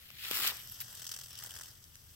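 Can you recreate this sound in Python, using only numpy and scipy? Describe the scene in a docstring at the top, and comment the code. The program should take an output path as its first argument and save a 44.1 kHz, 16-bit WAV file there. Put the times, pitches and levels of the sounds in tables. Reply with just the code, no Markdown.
"""Something swishes through the grass close by, with a dull knock and a few sharp snaps of dry stems.
A snake shakes its tail in dry leaves, about 42 strokes a second, and carries on after the swish has gone.
Each stroke sets off a spray of tiny crackles; the tail also patters on packed litter, ticks against one
thin leaf and drags a leaf into ringing. One dry leaf is crushed.
A low rumble, the hum of a far motor and a faint hiss lie under it all."""
import sys
import numpy as np
from scipy import signal
from scipy.fft import rfft, irfft, next_fast_len
from scipy.io import wavfile
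from scipy.ndimage import uniform_filter1d

SR = 44100
rng = np.random.default_rng(int(sys.argv[2]) if len(sys.argv) > 2 else 0)


def wav_record(signal):
    """Record a signal, one row per channel, as 16-bit PCM in the file named by sys.argv[1]."""
    frames = np.transpose(np.atleast_2d(signal))
    bounded = np.clip(frames, -1, 1)
    # unit amplitude maps onto the largest positive 16-bit level
    quanta = np.round(bounded * 32767).astype(np.int16)
    wavfile.write(sys.argv[1], SR, quanta)


N = 94815
T = np.arange(N) / SR
FFT_SIZE = next_fast_len(N + SR // 8, True)
HZ = np.maximum(np.arange(FFT_SIZE // 2 + 1) * SR / FFT_SIZE, 1)
CUTOFF_HZ = 15850


# speed of the shake: time_s, strokes_per_s
SHAKE_RATE = [(0.55, 41.0), (0.72, 42.0), (0.88, 44.6), (1.03, 42.2), (1.15, 40.9), (1.35, 43.4),
              (1.65, 41.9)]
# light rubbing between strokes, relative to a stroke: time_s, level_db
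RUB_LEVEL = [(0.1, -1), (0.55, 17), (0.7, -3.5), (0.9, 3), (1.07, -14), (1.2, -10), (1.42, -7.5),
             (1.62, -11), (1.7, 2)]
def strokes():
    """Each swing of the tail hits the leaves hard going out and softly coming back; rms near 1."""
    stroke_at_s, return_s, return_db, spread_db = 1.066, .0097, -5.5, .9
    rate, = in_time(SHAKE_RATE)
    swings = np.cumsum(rate) / SR
    swings -= np.interp(stroke_at_s, T, swings)
    age = swings % 1 / rate
    number = (np.floor(swings) - np.floor(swings[0])).astype(int)
    out_db, back_db = spread_db * rng.standard_normal((number[-1] + 1, 2))[number].T
    outward = from_db(out_db) * burst(age, attack_s=.0005, hold_s=.0035, decay_s=.0042)
    inward = burst(age - return_s, attack_s=.0005, hold_s=.002, decay_s=.003)
    inward *= from_db(return_db + 2 * back_db)
    power = outward ** 2 + inward ** 2 + from_db(in_time(RUB_LEVEL)[0]) ** 2
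    return np.sqrt(power / uniform_filter1d(power, size=4200))


# stereo image of the tail: freq_hz, side_minus_mid_db, left_minus_right_db
TAIL_STEREO = [(295, -20, 14), (920, -6, 5), (1770, -11.5, 12), (3520, -0.5, -2.5), (4750, -4.5, 4.5),
               (8600, 1.5, 0.5), (11000, 1.5, -1.5), (12400, -1.5, 1), (15000, 2, 2)]
def tail_noise():
    """Raw noise for everything the tail touches, placed in the stereo field."""
    return stereo_noise(*in_pitch(TAIL_STEREO))


# vigour of the tail in the loose leaves: time_s, level_db
LEAF_LEVEL = [(0, -66.5), (0.13, -77), (0.3, -54.5), (0.56, -52), (0.68, -55), (0.9, -55), (1.02, -49.5),
              (1.08, -46.5), (1.15, -48), (1.27, -55), (1.36, -55), (1.44, -50.5), (1.49, -54), (1.56, -52),
              (1.655, -52), (1.72, -61.5), (1.79, -65), (2.15, -64)]
# strokes that land squarely on a leaf: start_s, level_db
SQUARE_HITS = [(0.9955, -57), (1.0435, -60), (1.0668, -46), (1.1185, -45), (1.1437, -46), (1.3885, -43),
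               (1.4608, -44), (1.4945, -53), (1.5072, -44.5), (1.5538, -46), (1.5880, -51), (1.6345, -49),
               (1.8398, -55)]
# crisp tone of the leaves: freq_hz, relative_db
LEAF_EQ = [(300, -42), (1000, -8.5), (1800, -5.5), (2350, -10), (2650, 0), (3100, 6.5), (4050, 0),
           (4900, 6.5), (5700, 7), (6400, 4.5), (7000, -2), (7700, 6.5), (8500, 4), (9400, -7),
           (10200, 0.5), (11400, -3.5), (13000, 2), (15500, 0)]
def loose_leaves(beat):
    """Every stroke sets off a spray of tiny fractures in the dry leaves."""
    grains = crackle(per_s=970, spread_db=1.5, decay_s=.0007, smooth=.58)
    spray = beat * from_db(in_time(LEAF_LEVEL)[0]) * grains
    envelope = np.hypot(spray, taps(SQUARE_HITS, hold_s=.0018, decay_s=.0022))
    return colour(shifting_leaves(envelope * tail_noise()), in_pitch(LEAF_EQ)[0])


def shifting_leaves(x, spread_db=2.0, changes_per_s=63):
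    """Different leaves are touched from moment to moment, so each half-octave swells on its own."""
    centres = np.arange(10, 14.1, .5)  # octaves above 1 Hz: about 1 to 16 kHz
    moments = np.arange(0, 3, 1 / changes_per_s)
    spectrum, shifted = rfft(x, FFT_SIZE), 0
    for weight in np.eye(len(centres)):
        band = irfft(spectrum * np.interp(np.log2(HZ), centres, weight), FFT_SIZE)[:, :N]
        swell_db = spread_db * np.interp(T, moments, rng.standard_normal(len(moments)))
        shifted += band * from_db(swell_db)
    return shifted


# weight of the tail on the litter: time_s, level_db
LITTER_LEVEL = [(0, -83), (0.5, -60.5), (0.72, -69), (1.0, -63.5), (1.16, -62), (1.3, -70.5), (1.37, -66.5),
                (1.45, -56), (1.49, -65), (1.56, -58.5), (1.65, -63.5), (1.78, -80), (2.15, -103)]
# dull tone of the litter: freq_hz, relative_db
LITTER_EQ = [(100, -12.5), (300, -10.5), (600, -4), (900, -4.5), (1450, 1.5), (1950, 1), (2400, -19.5),
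             (6000, -28.5)]
def litter_patter(beat):
    """Strokes that reach the packed litter beneath the leaves make a dull patter."""
    grains = crackle(per_s=540, spread_db=2.5, decay_s=.0029, smooth=.29)
    envelope = beat * from_db(in_time(LITTER_LEVEL)[0]) * grains
    return colour(envelope * tail_noise(), in_pitch(LITTER_EQ)[0])


# bright ticking: time_s, level_db
TICK_LEVEL = [(0, -66), (0.5, -60), (0.6, -54), (0.72, -59), (1.0, -62), (1.12, -80), (1.3, -67),
              (1.8, -85)]
# hard flicks of the tail: start_s, level_db
HARD_FLICKS = [(0.6745, -46), (0.6975, -43), (0.7135, -43), (0.7208, -39)]
def thin_leaf(beat):
    """The tail ticks against one thin leaf, which has a single high resonance."""
    grains = crackle(per_s=300, spread_db=2.4, decay_s=.0015, smooth=.08)
    ticks = beat * from_db(in_time(TICK_LEVEL)[0]) * grains
    envelope = np.hypot(ticks, taps(HARD_FLICKS, hold_s=.00062, decay_s=.00074))
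    return colour(envelope * tail_noise(), resonance_db(hz=12650, width_hz=750))


# drags along a leaf: start_s, hold_s, level_db
DRAGS = [(0.584, 0.19, -63), (1.296, 0.085, -57)]
# resonances of that leaf: pitch_hz, width_hz, relative_db
LEAF_MODES = [(3100, 380, -3), (5450, 240, -0.5)]
def leaf_drag():
    """The tail drags along a leaf; the soft rubbing keeps two resonances ringing."""
    level = sum(from_db(db) * burst(T - start_s, hold_s, decay_s=.028, attack_s=.0095)
                for start_s, hold_s, db in DRAGS)
    grains = crackle(per_s=750, spread_db=-3.0, decay_s=.002, smooth=.22)
    power = sum(from_db(db + resonance_db(hz, width_hz)) ** 2 for hz, width_hz, db in LEAF_MODES)
    return colour(level * grains * tail_noise(), 10 * np.log10(power))


# brittle tone of the crunch: freq_hz, relative_db
CRUNCH_EQ = [(300, -29), (1000, -10), (1700, 0.5), (3200, 1), (5500, 1), (9000, -8), (11000, -0.5),
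             (13500, 7), (16000, 5)]
def leaf_crush(start_s=.8048, level_db=-43):
    """A dry leaf gives way in a short, dense crunch."""
    level = from_db(level_db) * burst(T - start_s, hold_s=.013, decay_s=.009)
    grains = crackle(per_s=1500, spread_db=1.5, decay_s=.0007, smooth=.3)
    return colour(level * grains * tail_noise(), in_pitch(CRUNCH_EQ)[0])


# tone of the grass ahead of the band faders: freq_hz, relative_db
GRASS_EQ = [(88, -45), (150, -11), (361, -9), (675, -12), (905, -8), (998, -6.5), (1210, -0.5), (1830, -3),
            (3700, -3.5), (5250, -1.5), (6390, -8.5), (7180, -2), (9440, -6.5), (14200, 3.5), (16000, -2.5)]
# stereo image of the grass and the snaps: freq_hz, side_minus_mid_db, left_minus_right_db
GRASS_STEREO = [(300, -11, 3), (690, -18, 3.5), (1640, -3.5, -0.5), (2890, 4.5, 7), (5040, 3.5, -0.5),
                (8100, 0.5, 4.5), (10300, 1, -1), (13000, 0, -9), (15100, -9, 17)]
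# band faders of the swish: time_s, low_db, mid_db, treble_db
GRASS_LEVELS = [(0, -79, -65.5, -63.5), (0.14, -88, -63.5, -62.5), (0.2, -83, -53, -54),
                (0.251, -59, -47, -46.5), (0.3, -59, -52.5, -47), (0.325, -52, -47, -43.5),
                (0.354, -50.5, -42.5, -34.5), (0.396, -50, -48, -39.5), (0.445, -49.5, -39.5, -35.5),
                (0.477, -48.5, -39.5, -35), (0.505, -53, -44, -42.5), (0.531, -60.5, -59, -55),
                (0.6, -72.5, -60, -74), (0.699, -84, -78.5, -94)]
def grass_brush(crossovers_hz=(1625, 4260)):
    """Something brushes through close grass: a grainy swish that swells twice."""
    grains = crackle(per_s=1500, spread_db=2.0, decay_s=.001, smooth=.3)
    swish = colour(grains * stereo_noise(*in_pitch(GRASS_STEREO)), in_pitch(GRASS_EQ)[0])
    low, body = (signal.sosfiltfilt(signal.butter(4, hz, fs=SR, output="sos"), swish)
                 for hz in crossovers_hz)
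    bands = low, body - low, swish - body
    return sum(from_db(db) * band / band.mean(axis=0).std()
               for db, band in zip(in_time(GRASS_LEVELS), bands))


# breaking stems and leaves: start_s, level_db, hold_s, treble_tilt_db_per_octave
STEM_SNAPS = [(0.1028, -50, 0.0023, -6), (0.25, -44, 0.0022, -3), (0.3117, -30.5, 0.002, -2),
              (0.4483, -31, .0004, -7), (0.4763, -22.5, 0.0005, 4), (0.5200, -41.5, .001, -12),
              (0.8035, -36.5, 0.0007, 1.5), (1.4368, -43, .0035, 1), (1.9552, -48.5, 0.0008, -.5)]
# tone of a snap before its tilt: freq_hz, relative_db
SNAP_EQ = [(60, -50), (300, -22), (1200, -9), (2200, -6), (3300, 0), (4500, -6), (5500, -2), (9500, -7),
           (13500, 0), (16000, -3)]
def snaps(tilt_from_hz=1000):
    """Dry stems and leaves break in single cracks, a few milliseconds long at most."""
    noise = stereo_noise(*in_pitch(GRASS_STEREO))
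    tone_db, = in_pitch(SNAP_EQ)
    octaves = np.log2(np.maximum(HZ / tilt_from_hz, 1))
    cracks = 0
    for start_s, db, hold_s, tilt in STEM_SNAPS:
        envelope = from_db(db) * burst(T - start_s, hold_s, decay_s=.0005)
        cracks += colour(envelope * noise, tone_db + tilt * octaves)
    return cracks


def knock(peak_s=.3123, pitch_hz=396, width_s=.001, gain_db=-34.5, low_cut_hz=140):
    """One dull, heavily damped knock on the left."""
    age = T - peak_s
    pulse = np.cos(2 * np.pi * pitch_hz * age) * np.exp(-.5 * (age / width_s) ** 2)
    low_cut = signal.butter(4, low_cut_hz, "high", fs=SR, output="sos")
    return pan(left_db=22) * from_db(gain_db) * signal.sosfilt(low_cut, pulse + 1e-18)


# tone of the outdoor bed: freq_hz, relative_db
BED_EQ = [(20, -14.5), (40, -7), (58, -7.5), (75, 0.5), (105, -3.5), (160, -8.5), (230, -17.5),
          (500, -25.5), (1100, -28.5), (1750, -26), (2350, -33), (3100, -42.5), (5400, -31), (9500, -31),
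          (13500, -23.5), (16000, -27)]
# width of the bed: freq_hz, side_minus_mid_db
BED_WIDTH = [(25, -3), (60, -28), (120, -10.5), (300, -6.5), (2000, 3.5), (10000, 1)]
BED_LEFT_DB = 3.5
def outdoors(gain_db=-62.5):
    """Far rumble and faint hiss, leaning left."""
    noise = stereo_noise(in_pitch(BED_WIDTH)[0], BED_LEFT_DB)
    return from_db(gain_db) * colour(noise, in_pitch(BED_EQ)[0])


# notes of the motor: pitch_hz, level_db
MOTOR_NOTES = [(91, -73.5), (117, -72)]
def far_motor(width_hz=4.5):
    """A far motor hums in the rumble: two narrow, wavering bands of noise."""
    hum = 0
    for hz, db in MOTOR_NOTES:
        peak_db = -20 * np.log10(1 + ((HZ - hz) / width_hz) ** 2)
        hum += from_db(db) * colour(rng.standard_normal(N), peak_db)
    return pan(BED_LEFT_DB) * hum


def crackle(per_s, spread_db, decay_s, smooth):
    """Envelope of many tiny fractures of uneven size over a smooth share of friction; rms 1."""
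    sizes = from_db(spread_db * np.minimum(rng.exponential(1, N), 4))
    clicks = (rng.random(N) < per_s / SR) * sizes ** 2
    power = signal.lfilter([1], [1, -np.exp(-2 / (decay_s * SR))], clicks + 1e-18)
    return np.sqrt(smooth + (1 - smooth) * power / power.mean())


def burst(age, hold_s, decay_s, attack_s=.0001):
    """Linear attack, hold, exponential release."""
    return np.clip(age / attack_s, 0, 1) * np.exp(-np.maximum(age - attack_s - hold_s, 0) / decay_s)


def taps(rows, hold_s, decay_s):
    """Envelope of single sharp contacts."""
    return sum(from_db(db) * burst(T - start_s, hold_s, decay_s) for start_s, db in rows)


def resonance_db(hz, width_hz):
    """EQ curve of one resonance, 0 dB on top."""
    return -10 * np.log10(1 + ((HZ / hz - hz / HZ) * hz / width_hz) ** 2)


def colour(x, curve_db):
    """Minimum-phase EQ, scaled so that white noise keeps its level."""
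    gain = from_db(curve_db)
    gain /= np.sqrt(np.mean(gain ** 2 * (HZ < CUTOFF_HZ)))
    cepstrum = irfft(np.log(gain), FFT_SIZE)
    cepstrum[1:FFT_SIZE // 2] *= 2  # folded forward, so ringing only follows a hit
    cepstrum[FFT_SIZE // 2 + 1:] = 0
    return irfft(rfft(x, FFT_SIZE) * np.exp(rfft(cepstrum)), FFT_SIZE)[..., :N]


def stereo_noise(side_db, left_db):
    """Broadband noise with a given width and balance at each frequency."""
    mid, side = rfft(rng.standard_normal((2, FFT_SIZE)))
    channels = mid + side * from_db(side_db) * [[1], [-1]]
    return irfft(channels * pan(left_db), FFT_SIZE)[:, :N]


def pan(left_db):
    """Gains of the left and right channel."""
    gains = from_db(np.array([[.5], [-.5]]) * left_db)
    return gains / gains.mean(axis=0)


def from_db(db):
    """Decibels to gain."""
    return 10 ** (np.asarray(db) / 20)


def in_time(rows):
    """The columns of a table at every sample."""
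    time_s, *columns = np.transpose(rows)
    return [np.interp(T, time_s, column) for column in columns]


def in_pitch(rows):
    """The columns of a table at every frequency."""
    hz, *columns = np.transpose(rows)
    return [np.interp(np.log(HZ), np.log(hz), column) for column in columns]


def scene():
    """The open-air mix; one beat drives the leaves, the litter and the thin leaf."""
    beat = strokes()
    tail = loose_leaves(beat) + litter_patter(beat) + thin_leaf(beat) + leaf_drag()
    return tail + leaf_crush() + grass_brush() + snaps() + knock() + outdoors() + far_motor()


def record(dry):
    """A steep high cut on the whole mix."""
    return signal.sosfilt(signal.ellip(12, .1, 80, CUTOFF_HZ, fs=SR, output="sos"), dry)


dry = scene()
out = record(dry)
wav_record(out)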